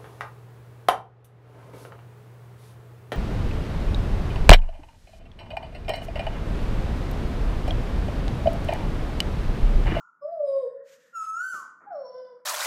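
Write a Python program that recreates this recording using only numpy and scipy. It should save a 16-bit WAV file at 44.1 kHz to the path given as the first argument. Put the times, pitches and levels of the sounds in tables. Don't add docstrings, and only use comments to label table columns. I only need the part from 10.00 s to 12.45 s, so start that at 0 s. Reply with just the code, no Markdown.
import sys
import numpy as np
from scipy import signal
from scipy.fft import rfft, irfft, next_fast_len
from scipy.io import wavfile
from scipy.ndimage import uniform_filter1d

SR = 44100
rng = np.random.default_rng(int(sys.argv[2]) if len(sys.argv) > 2 else 0)


def inscribe(sig):
    pcm = np.round(np.clip(np.atleast_2d(sig).T, -1, 1) * 32767)
    wavfile.write(sys.argv[1], SR, pcm.astype(np.int16))


N = 108045
LEAD_IN = 2 * SR // 3


def amp(db):
    return 10 ** (np.asarray(db) / 20)


def clock():
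    return np.arange(-LEAD_IN, N) / SR


def along(points, hz):
    freqs, values = np.transpose(points)
    return np.interp(np.log(hz + 1), np.log(freqs + 1), values)


def curves(rows, t):
    times, *columns = np.transpose(rows)
    return [np.interp(t, times, column) for column in columns]


def wobble(rate, size=N + LEAD_IN):
    position = np.arange(size) * rate / SR
    knots, i = rng.standard_normal(4096), position.astype(int)
    u = position - i
    return knots[i] + (knots[i + 1] - knots[i]) * u * u * (3 - 2 * u)


def filtered(x, response):
    size = next_fast_len(x.shape[-1] + 8192)
    return irfft(rfft(x, size) * response(np.fft.rfftfreq(size, 1 / SR)), size)[..., :x.shape[-1]]


def noise(colour):
    x = filtered(rng.standard_normal(N + LEAD_IN), lambda hz: amp(along(colour, hz)))
    return x / x.std()


def swell(levels, colour, rough_db, lead_s=0):
    t = clock() + lead_s
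    db, = curves(levels, t)
    gate = (t > levels[0][0]) & (t < levels[-1][0])
    return amp(db + rough_db * wobble(64)) * noise(colour) * gate


JITTER, SHIMMER_DB, EDGE_FLUTTER_DB = 0.0016, 2.5, 1
RASP_DB = -14


def bird_note(rows, edge, rings, top_harmonic, lead_s=0, pitch_ratio=1):
    t = clock() + lead_s
    on = (t > rows[0][0]) & (t < rows[-1][0])
    n = on.sum()
    hz, db, octave_db, edge_db, ring_db = uniform_filter1d(np.array(curves(rows, t[on])), size=400)
    hz = pitch_ratio * hz * (1 + JITTER * wobble(90, n))
    phase = 2 * np.pi * np.cumsum(hz) / SR
    tone = np.sin(phase) + amp(octave_db) * np.sin(2 * phase)
    for k in range(3, top_harmonic + 1):
        ring = sum(amp(peak) / (1 + ((k * hz - centre) / width) ** 4) for centre, width, peak in rings)
        gain = amp(edge_db + along(edge, k * hz)) + amp(ring_db) * ring
        flutter = amp(EDGE_FLUTTER_DB * wobble(45, n))
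        rasp = amp(RASP_DB) * wobble(500, n)
        tone += gain * flutter * np.sin(k * phase + rasp)
    envelope = amp(db + SHIMMER_DB * wobble(60, n)) * signal.windows.tukey(n, .03)
    out = np.zeros(len(t))
    out[on] = np.sqrt(2) * envelope * tone
    return out


# octave/dB, edge/dB, throat ring/dB
WHISTLE_GLIDE = [(1.125, 1345, -57.5, -42, -24.5, -47), (1.14, 1409, -44, -25.5, -1, -22.5),
                 (1.17, 1335, -35, -32, 0, -17.5), (1.205, 1299, -33.5, -36.5, -5, -24),
                 (1.27, 1286, -37.5, -37, -2.5, -2), (1.335, 1308, -32, -40.5, -8.5, -17.5),
                 (1.39, 1408, -33, -38.5, -6, -30), (1.45, 1528, -31.5, -39.5, 5, -30.5),
                 (1.505, 1531, -36, -31.5, 7.5, -34.5), (1.535, 1395, -30.5, -42, -3, -24.5),
                 (1.562, 1221, -41, -44.5, -20, -34.5), (1.62, 1057, -51.5, -46, -33, -43),
                 (1.665, 846, -61, -32, -22, -51)]
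WHISTLE_REED = [(3000, -46), (3800, -55), (4200, -41.5), (4600, -34), (5300, -32.5), (6100, -34),
                (7000, -30.5), (7700, -31), (8200, -39), (9000, -39.5), (9400, -41), (10400, -34.5),
                (11500, -43), (12300, -40), (13800, -44.5)]
WHISTLE_THROAT = [(6870, 230, -3), (10770, 400, -25.5)]
AIR_LEVEL = [(1.13, -91), (1.2, -78), (1.38, -80.5), (1.49, -68), (1.55, -57), (1.6, -64.5), (1.65, -92.5)]
AIR_EQ = [(1700, -31), (2300, -23), (2900, -1), (3700, -21.5), (4700, -5.5), (5500, -5), (6600, 2),
          (7500, -4.5), (8200, -8.5), (9500, -8.5), (10700, -5), (13500, -8)]


def whistle(lead_s=0, pitch_ratio=1):
    tone = bird_note(WHISTLE_GLIDE, WHISTLE_REED, WHISTLE_THROAT, top_harmonic=11,
                     lead_s=lead_s, pitch_ratio=pitch_ratio)
    return tone + swell(AIR_LEVEL, AIR_EQ, rough_db=1.8, lead_s=lead_s)


WALL_ECHOES = [(.031, -5.5), (.047, -23.5), (.072, -16), (.108, -17.5)]
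TAIL_T60 = [(150, 0.2), (520, 0.82), (1400, 0.69), (3000, 0.38), (7000, .4), (13000, 0.16)]
TAIL_EQ = [(200, -13), (550, -7), (1400, -5.5), (4000, 1), (8000, 2.5), (13000, -3.5)]
TAIL_RISE_S, WALL_DULL_HZ = 0.022, 1540


def yard(x):
    hz, t, spectrum = signal.stft(rng.standard_normal(SR), SR, nperseg=256)
    decay = amp(-60 * t / along(TAIL_T60, hz)[:, None]) * (1 - np.exp(-t / TAIL_RISE_S))
    decay /= np.sqrt(SR * np.mean(decay ** 2, axis=1, keepdims=True))
    tail = signal.istft(spectrum * decay * amp(along(TAIL_EQ, hz))[:, None], SR, nperseg=256)[1]
    echoes = np.zeros(len(tail))
    for delay, db in WALL_ECHOES:
        echoes[round(delay * SR)] += amp(db)
    response = tail + filtered(echoes, lambda hz: 1 / (1 + (hz / WALL_DULL_HZ) ** 2))
    return x + signal.fftconvolve(x, response)[:len(x)]


BED_LEVEL = [(0, -87.5), (.14, -89), (.26, -70.5), (.8, -77), (1.4, -76.5), (1.9, -72.5), (2.2, -72.5),
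             (2.45, -81.5)]
BED_EQ = [(25, -29.5), (75, -26.5), (115, -12), (165, 1), (280, -3), (420, -10.5), (650, -21.5),
          (1000, -14.5), (1450, -13.5), (1800, -43), (4000, -51), (13000, -53.5)]
HISS_DB = -100


def murmur():
    db, = curves(BED_LEVEL, clock())
    bed = amp(db + 1.2 * wobble(23)) * noise(BED_EQ)
    return bed + amp(HISS_DB) * rng.standard_normal(len(db))


WIND_LEVEL = [(.15, -112), (.4, -91.5), (.56, -81.5), (.7, -91), (.9, -110)]
WIND_EQ = [(20, -13), (45, 1.5), (90, -18), (200, -44.5), (600, -79)]


def wind_puff():
    return swell(WIND_LEVEL, WIND_EQ, rough_db=5.5)


# octave/dB, edge/dB, throat ring/dB
ARCHING_GLIDE = [(.208, 573, -68, -6, -26.5, -28.5), (.23, 571, -40.5, -9, -26.5, -37),
                 (.255, 592.7, -26.5, -27, -36, -46), (.285, 652, -36.5, -31, -26, -56.5),
                 (.33, 693, -36.5, -36.5, -16, -35.5), (.37, 636.3, -36, -30.5, -24.5, -54),
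                 (.415, 587.5, -29, -35, -21, -69.5), (.48, 548, -31, -31.5, 0, -39),
                 (.56, 544.1, -28, -22.5, -8, -50), (.615, 530.3, -29.5, -24.5, -1, -53.5),
                 (.655, 479.5, -31.5, -31, -26.5, -65.5), (.69, 446.6, -54, -20, -24, -60)]
ARCHING_REED = [(1650, -51.5), (2200, -47.5), (2750, -60.5), (3250, -56), (3850, -41.5), (4400, -66.5),
                (5000, -44.5), (5600, -79), (7100, -60.5), (7700, -68), (8600, -48.5), (9300, -58.5),
                (10000, -89), (10900, -66), (12000, -96.5)]
ARCHING_THROAT = [(5063, 190, 0.5), (4105, 79, -15.5), (8800, 370, -18.5)]
HOARSE_LEVEL = [(.22, -100), (.28, -90.5), (.43, -87), (.48, -70.5), (.56, -69), (.62, -77.5), (.68, -100)]
HOARSE_EQ = [(700, 5.5), (1000, 10.5), (1500, -0.5), (1850, -8.5), (2250, -0.5), (2700, -5.5), (3100, 1),
             (3600, -9.5), (4400, -6.5), (5600, -23), (7000, -14), (7700, -16.5), (8700, -8.5),
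             (9500, -19.5), (10300, -35), (13000, -42.5)]


def arching_hoot():
    tone = bird_note(ARCHING_GLIDE, ARCHING_REED, ARCHING_THROAT, top_harmonic=20)
    return tone + swell(HOARSE_LEVEL, HOARSE_EQ, rough_db=1.0)


FAR_LEVEL = [(.22, -110), (.29, -77), (.45, -85.5), (.62, -79), (.78, -71), (1.1, -69), (1.33, -83.5),
             (1.4, -105)]
FAR_EQ = [(900, -58.5), (1400, -6.5), (1600, -6), (1850, -1), (2050, -14.5), (2400, -50.5), (4000, -71)]


def far_noise():
    return swell(FAR_LEVEL, FAR_EQ, rough_db=1.5)


LEAF_LEVEL = [(.82, -103.5), (.85, -76.5), (.88, -61.5), (.94, -60.5), (.99, -69.5), (1.08, -68.5),
              (1.15, -78.5), (1.25, -63), (1.34, -76), (1.4, -90)]
LEAF_EQ = [(500, -14), (900, -7.5), (1200, 2.5), (1900, 3.5), (3000, 0), (4500, -2.5), (7000, 0.5),
           (10000, -14), (13500, -9)]


def leaves():
    return swell(LEAF_LEVEL, LEAF_EQ, rough_db=1.1)


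SCUFF_STROKES = [(1.476, .06, -65.5), (1.549, 0.097, -59.5), (1.803, 0.043, -57), (1.876, 0.15, -64.5)]
SCUFF_EQ = [(60, -31.5), (150, -4), (280, -1), (550, -1.5), (800, -3), (1400, 6.5), (1800, -6.5),
            (2300, -15.5), (2900, -41), (6000, -50), (10000, -46.5), (14000, -56)]


def scuffs():
    t = clock()
    strokes = 0
    for start, length, db in SCUFF_STROKES:
        corners = [start, start + 0.0032, start + length, start + length + 0.029]
        strokes += amp(db) * np.interp(t, corners, [0.023, 1, 0.71, 0.053])
    grain = amp(2.5 * wobble(150))
    return strokes * grain * noise(SCUFF_EQ)


TAP_EQ = [(40, -57), (90, -27), (220, 0), (800, -2.5), (1500, 7), (2200, -15), (3600, -26.5), (5000, -17.5),
          (12000, -23)]
TAP_S, TAP_DB, TAP_T60_S = 1.542, -43.5, 0.075


def tap():
    age = clock() - TAP_S
    return amp(TAP_DB - 60 * np.abs(age) / TAP_T60_S) * (age > 0) * noise(TAP_EQ)


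# octave/dB, edge/dB, throat ring/dB
SINKING_GLIDE = [(1.855, 827, -65, -31.5, -56, -64.5), (1.875, 820.4, -40, -20.5, -45, -55.5),
                 (1.899, 814.3, -50, -21, -54.5, -59.5), (1.91, 750.3, -38.5, -15.5, -55, -38),
                 (1.96, 591.7, -36.5, -19, -33, -26.5), (2.025, 526.5, -40, -25.5, -31.5, -26.5),
                 (2.06, 492.3, -44.5, -4.5, -17.5, -10.5), (2.13, 501.1, -42, -16, -15, -25),
                 (2.2, 511.1, -41.5, -12.5, -5, -29), (2.28, 497.7, -59.5, -7, 6, -34),
                 (2.33, 492, -44, -12.5, -22.5, -45.5), (2.38, 485, -63, -17, -30, -52)]
SINKING_REED = [(1500, -17), (2050, -29.5), (2550, -55), (3050, -33), (3550, -33.5), (4050, -43.5),
                (4550, -35.5), (5050, -26), (5600, -35.5), (6100, -49.5), (7500, -69), (8800, -62),
                (9500, -53), (10200, -56), (11500, -81)]
SINKING_THROAT = [(5420, 140, -5), (4310, 218, -18)]


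def sinking_hoot():
    return bird_note(SINKING_GLIDE, SINKING_REED, SINKING_THROAT, top_harmonic=20)


def scene():
    opening_whistle = amp(-1.5) * whistle(lead_s=1.733, pitch_ratio=0.95)
    bird = opening_whistle + arching_hoot() + whistle() + sinking_hoot()
    mix = yard(bird + scuffs() + tap()) + murmur() + leaves() + far_noise() + wind_puff()
    return mix[None, LEAD_IN:]


FADE_S, TOP_HZ = .006, 14000


def record(dry):
    fade_in = np.minimum(np.arange(N) / SR / FADE_S, 1)
    return filtered(dry * fade_in, lambda hz: hz < TOP_HZ)


dry = scene()
out = record(dry)
inscribe(out)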